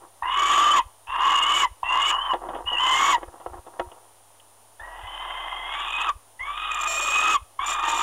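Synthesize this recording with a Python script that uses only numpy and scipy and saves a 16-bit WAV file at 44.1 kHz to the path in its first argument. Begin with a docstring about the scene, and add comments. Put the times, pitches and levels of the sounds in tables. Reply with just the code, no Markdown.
"""Young falcons over a small speaker

Young falcons scream, whistle, shuffle and knock in a wooden nest box: rough tones over throbbing rasp,
thin tones near 3 kHz, clumped grains and short rattles of noise. The box microphone overloads a
telephone-band stream, which a small phone speaker plays, clipping again, into the same phone's microphone
in a quiet room. The speaker's amplifier hums and thumps; hiss, mains hum and a thin whine run throughout."""
import sys
import numpy as np
from scipy import signal
from scipy.fft import rfft, irfft
from scipy.io import wavfile
from scipy.ndimage import uniform_filter1d

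SR = 44100
rng = np.random.default_rng(int(sys.argv[2]) if len(sys.argv) > 2 else 0)


def magnitude_from_level(level_db):
    """Linear magnitude for a level in decibels (20 dB per decade)."""
    exponent = np.asarray(level_db, float) / 20
    return 10 ** exponent


def output_pcm(signal):
    """Save a mono or channel-first signal as 16-bit PCM at the path in sys.argv[1].

    Samples are clipped to [-1, 1] before scaling.
    """
    pcm = np.clip(np.atleast_2d(signal).T, -1, 1) * 32767
    wavfile.write(sys.argv[1], SR, np.round(pcm).astype(np.int16))


N = 353682
T = np.arange(N) / SR
WAVER_SHARE, WAVER_HZ = 0.018, 25  # rms size (complex) of the pitch waver at full roughness, bandwidth


def colour_db(points, hz):
    """A spectrum read on a log-frequency axis."""
    f, db = np.transpose(points)
    return np.interp(np.log(np.maximum(hz, 1)), np.log(f), db)


def shape(x, response):
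    """Causal minimum-phase filter from a dB response, by way of its cepstrum."""
    size = 4096
    hz = np.arange(size // 2 + 1) * SR / size
    ceps = irfft(np.log(magnitude_from_level(response(hz))))
    ceps[1:size // 2] *= 2
    ceps[size // 2 + 1:] = 0
    impulse = irfft(np.exp(rfft(ceps)))
    return signal.fftconvolve(x, impulse)[:len(x)]


def unit(x):
    """Scale to rms 1."""
    return x / np.sqrt(np.mean(np.abs(x) ** 2))


def low_pass(x, order, hz):
    """Butterworth low-pass."""
    return signal.sosfilt(signal.butter(order, hz, fs=SR, output="sos"), x)


def band_pass(x, order, low_hz, high_hz):
    """Butterworth band-pass."""
    return signal.sosfilt(signal.butter(order, [low_hz, high_hz], "bandpass", fs=SR, output="sos"), x)


def flutter(width_hz):
    """Complex low-passed noise of rms 1: wobbles size and phase of a tone."""
    noise = rng.standard_normal(N) + 1j * rng.standard_normal(N)
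    return unit(low_pass(noise, 2, width_hz))


def read(table, edge_s=0.00083):
    """Columns over time, and a gate that is open along the table."""
    s, *columns = np.transpose(table)
    gate = np.clip(np.minimum(T - s[0], s[-1] - T) / edge_s, 0, 1)
    return gate, [np.interp(T, s, c) for c in columns]


def partial(hz, db, rough, wobble):
    """A tone, part steady and part fluttering; db is rms."""
    rough = np.clip(rough, 0, 1)
    swing = np.sqrt(1 - rough) + np.sqrt(rough) * wobble
    tone = np.exp(2j * np.pi * np.cumsum(hz) / SR) * swing
    return np.sqrt(2) * magnitude_from_level(db) * tone.real


def room():
    """Steady room and microphone hiss, a mains hum and a thin electronic whine."""
    # Hiss colour. Each row: frequency in Hz, relative density in dB.
    hiss_colour = [(40, -11), (160, -16), (400, -6), (900, 1), (1500, -11.5), (2400, -16), (3100, -12),
                   (4500, -17.5), (7000, -13.5), (8400, -14.5), (10000, -7.5), (11200, -16), (16000, -19.5)]
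    # Hum and whine. Each row: frequency in Hz, rms level in dB.
    steady_tones = [(100, -70), (9231, -63)]
    hiss_db = -56
    hiss = unit(shape(rng.standard_normal(N), lambda hz: colour_db(hiss_colour, hz)))
    tones = sum(np.sqrt(2) * magnitude_from_level(db) * np.sin(2 * np.pi * hz * T) for hz, db in steady_tones)
    return magnitude_from_level(hiss_db) * hiss + tones


def boards(x):
    """The boards ring briefly: decaying modes, peak scaled to 1."""
    # Board modes. Each row: frequency in Hz, relative level in dB, 60 dB decay time in seconds.
    modes = [(360, 1, 0.23), (523, 19, 0.037), (740, 29.5, 0.009), (940, 2, 0.17), (1316, 9.5, 0.018),
             (1520, -33, 0.037)]
    t = T[:SR // 8]
    ring = sum(magnitude_from_level(db - 60 * t / t60) * np.sin(2 * np.pi * hz * t) for hz, db, t60 in modes)
    return signal.fftconvolve(x, ring / np.abs(ring).max())[:N]


def shuffles():
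    """Feet and feathers in the litter: dense small grains of uneven size, partly carried by the boards."""
    # One table per shuffle. Each row: time in seconds, level in dB.
    shuffle_levels = [
        [(0.0, -38), (0.132, -65), (0.2, -56)],
        [(2.33, -46), (2.526, -29.5), (2.68, -46.5)],
        [(3.16, -29.5), (3.246, -40), (3.408, -49), (3.504, -39.5), (3.64, -54), (3.842, -44.5), (4.102, -58.5),
         (4.4, -111)],
    ]
    grains_per_s = 900
    struck = rng.random(N) < grains_per_s / SR
    grains = struck * rng.standard_normal(N) * magnitude_from_level(2 * rng.exponential(size=N))
    litter = unit(boards(grains)) + magnitude_from_level(-7) * unit(low_pass(grains, 4, 1300))
    level = 0
    for table in shuffle_levels:
        gate, (db,) = read(table)
        level = level + gate * magnitude_from_level(db)
    clumps = np.abs(flutter(10.6)) ** 0.8
    return level * litter * clumps


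def walls(x, wet_db, t60):
    """Walls add a decaying noise tail, silent for its first 2 ms."""
    t = T[:SR // 2]
    tail = rng.standard_normal(len(t)) * magnitude_from_level(-60 * t / t60) * (t > .002)
    return x + magnitude_from_level(wet_db) * signal.fftconvolve(x, tail / np.sqrt(np.sum(tail ** 2)))[:N]


def stream(x):
    """Telephone band: 8000 samples a second, clipped, then interpolated so peaks overshoot."""
    top = magnitude_from_level(-12)
    low = np.clip(signal.resample_poly(x, 80, 441), -top, top)
    taps = signal.firwin(441 * 48 + 1, 3750, window=("kaiser", 8), fs=8000 * 441)
    back = signal.resample_poly(low, 441, 80, window=taps)[:N]
    return np.pad(back, (0, N - len(back)))


def speaker(x):
    """The overshoots clip and spit treble, the stiffening cone bends the wave, the housing colours it."""
    # Smooth response. Each row: frequency in Hz, gain in dB.
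    smooth_response = [(100, -26.5), (250, -20.5), (450, -12), (800, -3.5), (1100, -1), (2000, -9.5),
                       (3300, -11.5), (4500, -9), (6000, -7), (8000, -3), (9300, -1.5), (10500, 4),
                       (13300, -7), (16000, 0)]
    # Housing resonances and cancellations. Each row: centre in Hz, width in Hz, gain in dB.
    housing_peaks = [(335, 116, 11), (900, 87, -2.5), (1900, 63, 6), (1150, 880, 2), (1491, 48, -18),
                     (1740, 77, 2), (2515, 35, 8.5), (2387, 220, -16), (2950, 1030, 11), (6920, 990, 11.5),
                     (12170, 1450, 6.5)]
    top = magnitude_from_level(-12.5)

    def response_db(hz):
        """Smooth response plus the housing's peaks and dips."""
        peaks = sum(db / (1 + (2 * (hz - f) / width) ** 2) for f, width, db in housing_peaks)
        return colour_db(smooth_response, hz) + peaks

    driven = np.clip(x / top, -1, 1)
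    bent = driven - magnitude_from_level(-16) * driven ** 3  # adds third overtones
    return shape(top * bent, response_db)


def screams():
    """Up to four partials of a rough voice box over a rasp that throbs with the first one's flutter."""
    # One table per scream, the last by a lower sibling. Each row: time in seconds, held pitch in Hz,
    # level in dB, brightness in dB as the beak opens.
    scream_paths = [
        [(0.217, 1000, -31.5, -28), (0.32, 1075, -26, -4), (0.42, 1135, -21, -6), (0.52, 1150, -16.5, 0),
         (0.64, 1182, -13.5, -5), (0.75, 1170, -15.5, -9.5), (0.785, 1155, -11, 9), (0.822, 1136, -11, -55)],
        [(1.065, 1006, -37, -5), (1.15, 1041, -27, -12), (1.25, 1060, -18, -7.5), (1.4, 1100, -21.5, -5),
         (1.5, 1116, -19.5, -4), (1.6, 1150, -17.5, -1), (1.68, 1134, -14, -4)],
        [(1.825, 1015, -35.5, -7), (1.95, 1012, -22, -10), (2.05, 1096, -24, 1.5), (2.11, 1150, -18.5, 0),
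         (2.16, 1050, -26.5, -51), (2.25, 1048, -29, -11), (2.36, 1116, -20.5, -28)],
        [(2.655, 1040, -37.5, -6), (2.76, 964, -30.5, -15), (2.82, 1018, -24, -5.5), (2.95, 1047, -17.5, -5.5),
         (3.05, 1113, -12, -6.5), (3.12, 1113, -12, -0.5), (3.18, 1072, -12, -30)],
        [(4.79, 954, -44, -22), (4.93, 964.5, -44.5, -9.5), (5.04, 1008, -44, -1.5), (5.25, 1027, -39.5, -1.5),
         (5.65, 1040, -39, -3), (5.75, 1116, -37, 5), (5.92, 1234, -37, 9), (6.06, 1310, -31.5, 4),
         (6.13, 1337, -17, -8)],
        [(6.388, 1074, -42, -13), (6.5, 1150, -34.5, -8.5), (6.62, 1256, -33.5, 2), (6.76, 1225, -28, -6),
         (6.9, 1223, -23.5, -5.5), (7.05, 1231, -23, -3), (7.2, 1258, -20.5, -5), (7.34, 1274, -18, -2.5),
         (7.39, 1256, -20, 3)],
        [(7.585, 1160, -30.5, -17.5), (7.7, 1208, -25, 0.5), (7.8, 1223, -26.5, -12), (7.9, 1217, -24.5, -5),
         (8.1, 1211, -21, -6)],
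        [(7.78, 950, -36, -22), (7.88, 925, -21.5, -12), (7.95, 925, -23, -32), (8.1, 920, -30, -25)],
    ]
    # Octave of each scream. Each row: time in seconds, level against the scream's in dB.
    octave_levels = [
        [(.23, -2.5), (.32, -11), (.42, 6.5), (.64, -11), (.78, 0)],
        [(1.1, -23), (1.4, -5), (1.65, 4)],
        [(1.84, -1), (1.95, -7.5), (2.1, 8), (2.16, -42)],
        [(2.7, -9.5), (2.95, 2), (3.12, 3)],
        [(4.8, 9.5), (4.9, -0.5), (5.25, -0.5), (5.75, 8.5), (5.95, 12.5), (6.1, 1)],
        [(6.4, 18), (6.5, 8), (6.65, 2), (6.9, 12.5), (7.2, 4.5), (7.35, 3)],
        [(7.6, 1), (7.7, 14.5), (7.8, 2.5), (8.0, 10)],
        [(7.8, -4), (7.88, -3.5), (7.95, -33)],
    ]
    # Voice of each scream. Each row: first partial's bark at the onset in dB, third partial in dB,
    # growl in dB, rasp in dB (all against its level), roughness from 0 to 1.
    voice_rows = [(10, -11.5, -24, -5.5, 0.71), (-5, -17, -24, -6, 0.93), (23.5, -23, -11.5, -6, 0.83),
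                  (-13, -5, -15, -4.5, 0.62), (1, -5, 1, 0, .6), (-14, 0, -9.5, -6.5, 0.46),
                  (10, 3.5, -8, -6, 0.41), (7, 0, -29, -22, 0.31)]
    attack_s, release_s, bark_s = 0.0078, 0.028, 0.004
    scoop, scoop_s, droop, droop_s = 0.11, 0.03, 0.236, 0.061  # shares of pitch lost at start and end
    third_opens = 0.89  # dB gained per dB of brightness
    fourth_db = -15.5  # against the octave
    clears, clears_db = 0.7, -9  # in the droop: share of roughness lost, change of growl and rasp
    surge_db, octave_dies_db = 3, -23.5  # in the droop: first partial swells, upper ones give out
    rasp_late_db, rasp_late_s = -3, 0.025  # growl and rasp come in behind the tone

    wobbles = [flutter(110), flutter(50), flutter(194)]
    hiss = None
    # Rasp colour. Each row: frequency in Hz, relative level in dB.
    rasp_colour = [(200, -2.5), (700, -5.5), (1600, 10.5), (2800, -6), (3900, -4.5)]
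    hiss = shape(rng.standard_normal(N), lambda hz: colour_db(rasp_colour, hz))
    hiss = hiss * (.5 + 3.4 * np.abs(wobbles[0]))
    low = unit(low_pass(hiss, 4, 2350))
    high = unit(band_pass(hiss, 4, 2350, 4000))
    growl = flutter(184)
    waver = WAVER_SHARE * flutter(WAVER_HZ).real
    throb = magnitude_from_level(1.9 * flutter(55).real)  # the whole voice flickers in level
    out = 0
    for table, octave, voice_row in zip(scream_paths, octave_levels, voice_rows):
        bark_db, third_db, growl_db, rasp_db, rough = voice_row
        gate, (hz, db, bright_db) = read(table)
        since, left = np.abs(T - table[0][0]), np.abs(table[-1][0] - T)
        ending = np.maximum(1 - left / droop_s, 0)
        drooped = np.minimum(2 * ending, 1)

        hz = hz * (1 - scoop * np.exp(-since / scoop_s) - droop * ending + rough * waver)
        rough = rough * (1 - clears * drooped)
        noise_db = clears_db * drooped + rasp_late_db * np.exp(-since / rasp_late_s)
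        db = db - 40 * (np.maximum(1 - since / attack_s, 0) + np.maximum(1 - left / release_s, 0))

        bark = bark_db * np.exp(-((since - attack_s) / bark_s) ** 2)
        dying_db = octave_dies_db * ending ** 2
        octave_db = db + np.interp(T, *np.transpose(octave)) + dying_db
        upper_db = db + third_db + dying_db + third_opens * bright_db
        voice = partial(hz, db + surge_db * drooped + bark, rough, wobbles[0])
        voice += partial(2 * hz, octave_db, .7 * rough, wobbles[1])  # the cleanest
        voice += partial(3 * hz, upper_db, 1.58 * rough, wobbles[2])
        # the fourth sounds only while it lies inside the stream's band
        voice += (hz < 1000) * partial(4 * hz, octave_db + fourth_db, rough, wobbles[1])
        # the rasp gathers into a growl below the pitch
        voice += partial(.78 * hz, db + growl_db + noise_db, 1.0, growl)
        rasp = magnitude_from_level(db + noise_db) * (magnitude_from_level(rasp_db) * low + magnitude_from_level(bright_db) * high)
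        out = out + gate * throb * (voice + rasp)
    return out


def whistles():
    """A second, thinner oscillation near 3 kHz that rides on some screams at its own pitch."""
    # One table per whistle. Each row: time in seconds, pitch in Hz, level in dB.
    whistle_paths = [
        [(0.232, 2590, -38), (0.26, 2770, -38), (0.34, 2925, -29.5), (0.52, 3050, -30), (0.72, 3022, -20),
         (0.79, 3042, -54), (0.805, 2880, -35)],
        [(1.07, 2650, -43), (1.1, 2674, -37), (1.25, 2891, -30), (1.34, 2890, -22), (1.41, 2820, -21),
         (1.48, 2950, -23.5), (1.62, 2936, -18), (1.67, 2940, -53)],
        [(1.84, 2710, -33.5), (1.9, 2782, -24.5), (2.0, 2880, -25.5), (2.12, 2965, -20), (2.17, 2905, -31),
         (2.24, 3130, -33), (2.29, 3027, -33.5), (2.335, 2850, -31)],
        [(2.655, 2764, -45), (2.68, 2950, -25.5), (2.72, 2934, -26), (2.775, 2750, -22), (2.8, 3060, -23),
         (2.87, 3000, -24), (2.92, 3090, -16), (2.99, 2850, -25)],
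        [(5.03, 2950, -55), (5.1, 3040, -40.5), (5.3, 3140, -38), (5.55, 3172, -37), (5.75, 3330, -37.5),
         (5.85, 3300, -45)],
    ]
    rough = 0.507
    wobble, waver = flutter(65), WAVER_SHARE * flutter(WAVER_HZ).real
    out = 0
    for table in whistle_paths:
        gate, (hz, db) = read(table)
        out = out + gate * partial(hz * (1 + rough * waver), db, rough, wobble)
    return out


def awake_spans(x):
    """(on s, off s) of an amplifier that wakes late on a sound and holds on a moment."""
    wake_db, wake_s, hold_s = -39.5, 0.012, 0.042  # rms threshold, delay, hold
    loud = uniform_filter1d(x ** 2, SR // 100) > magnitude_from_level(wake_db) ** 2
    hold = int(hold_s * SR)
    awake = np.convolve(np.cumsum(loud), np.r_[1, np.zeros(hold - 1), -1])[:N] > 0
    edges = np.flatnonzero(np.diff(np.r_[0, awake, 0])).reshape(-1, 2) / SR
    runs_on = edges[:, 1:] > T[-1]  # still awake at the end: off moves 1 s later
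    return edges + [wake_s, 0] + runs_on * [0, 1]


def amplifier_hum(spans):
    """A 40 Hz sway while the amplifier is awake, a quick swing as it wakes, a bigger one as it lets go."""
    hum_hz, hum_db = 40.3, -48
    thump_hz, thump_s, wake_db, off_db = 62, 0.0092, -43.5, -37
    out = 0
    for on, off in spans:
        gate = np.clip(np.minimum(T - on, off - T) / 0.0039, 0, 1)
        wake_bump = np.exp(-((T - on - thump_s) / thump_s) ** 2)
        off_bump = np.exp(-((T - off) / thump_s) ** 2)
        out = out + magnitude_from_level(hum_db) * gate * np.sin(2 * np.pi * hum_hz * (T - on))
        out = out + magnitude_from_level(wake_db) * wake_bump * np.sin(2 * np.pi * thump_hz * (T - on))
        out = out - magnitude_from_level(off_db) * off_bump * np.sin(2 * np.pi * thump_hz * (T - off))
    return out


def knocks():
    """Claws and beaks on the boards: short noise rattles, dull through the wood, bright as a crack."""
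    # Each row: start in seconds, thud level in dB, crack level in dB, rattle decay constant in seconds.
    blows = [(2.334, -23, -17, 0.012), (2.43, -40.5, -48, 0.012), (2.487, -34.5, -26, 0.0094),
             (2.547, -37, -26.5, 0.021), (2.715, -36.5, -60, 0.021), (3.23, -31, -26, 0.0049),
             (3.279, -47, -73, 0.012), (3.399, -50, -43, 0.033), (3.461, -33, -53, 0.0068),
             (3.532, -44.5, -46, 0.03), (3.665, -45, -40, 0.014), (3.735, -48, -60, 0.012),
             (3.795, -19, -16, 0.0061), (3.807, -45, -42, 0.006), (3.915, -50.5, -34.5, 0.0095),
             (4.398, -74, -30.5, 0.0043)]
    dull, bright = np.zeros(N), np.zeros(N)
    size = 3000
    for s, thud_db, crack_db, rattle_s in blows:
        i = int(s * SR)
        envelope = np.exp(-T[:size] / rattle_s) * np.minimum(T[:size] / 0.00065, 1)
        rattle = rng.standard_normal(size) * envelope
        dull[i:i + size] += magnitude_from_level(thud_db) * rattle
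        bright[i:i + size] += magnitude_from_level(crack_db) * rattle
    return boards(dull) + band_pass(bright, 2, 2300, 3900)


def scene():
    """The nest box through stream and speaker, in the room."""
    nest = walls(shuffles() + screams() + whistles() + knocks(), wet_db=-13, t60=0.076)
    played = speaker(stream(nest))
    hum = amplifier_hum(awake_spans(played))
    return (walls(played, wet_db=-26, t60=0.37) + hum + room())[None]


def band_limit(x):
    """A steep low-pass at the top of the band."""
    return signal.sosfilt(signal.butter(12, 15830, fs=SR, output="sos"), x)


def record(dry):
    """A steep cut above 15.75 kHz and a small constant offset."""
    cut = signal.sosfilt(signal.ellip(12, .2, 80, 15750, fs=SR, output="sos"), dry)
    mix = cut - .0009
    return band_limit(mix)


dry = scene()
out = record(dry)
output_pcm(out)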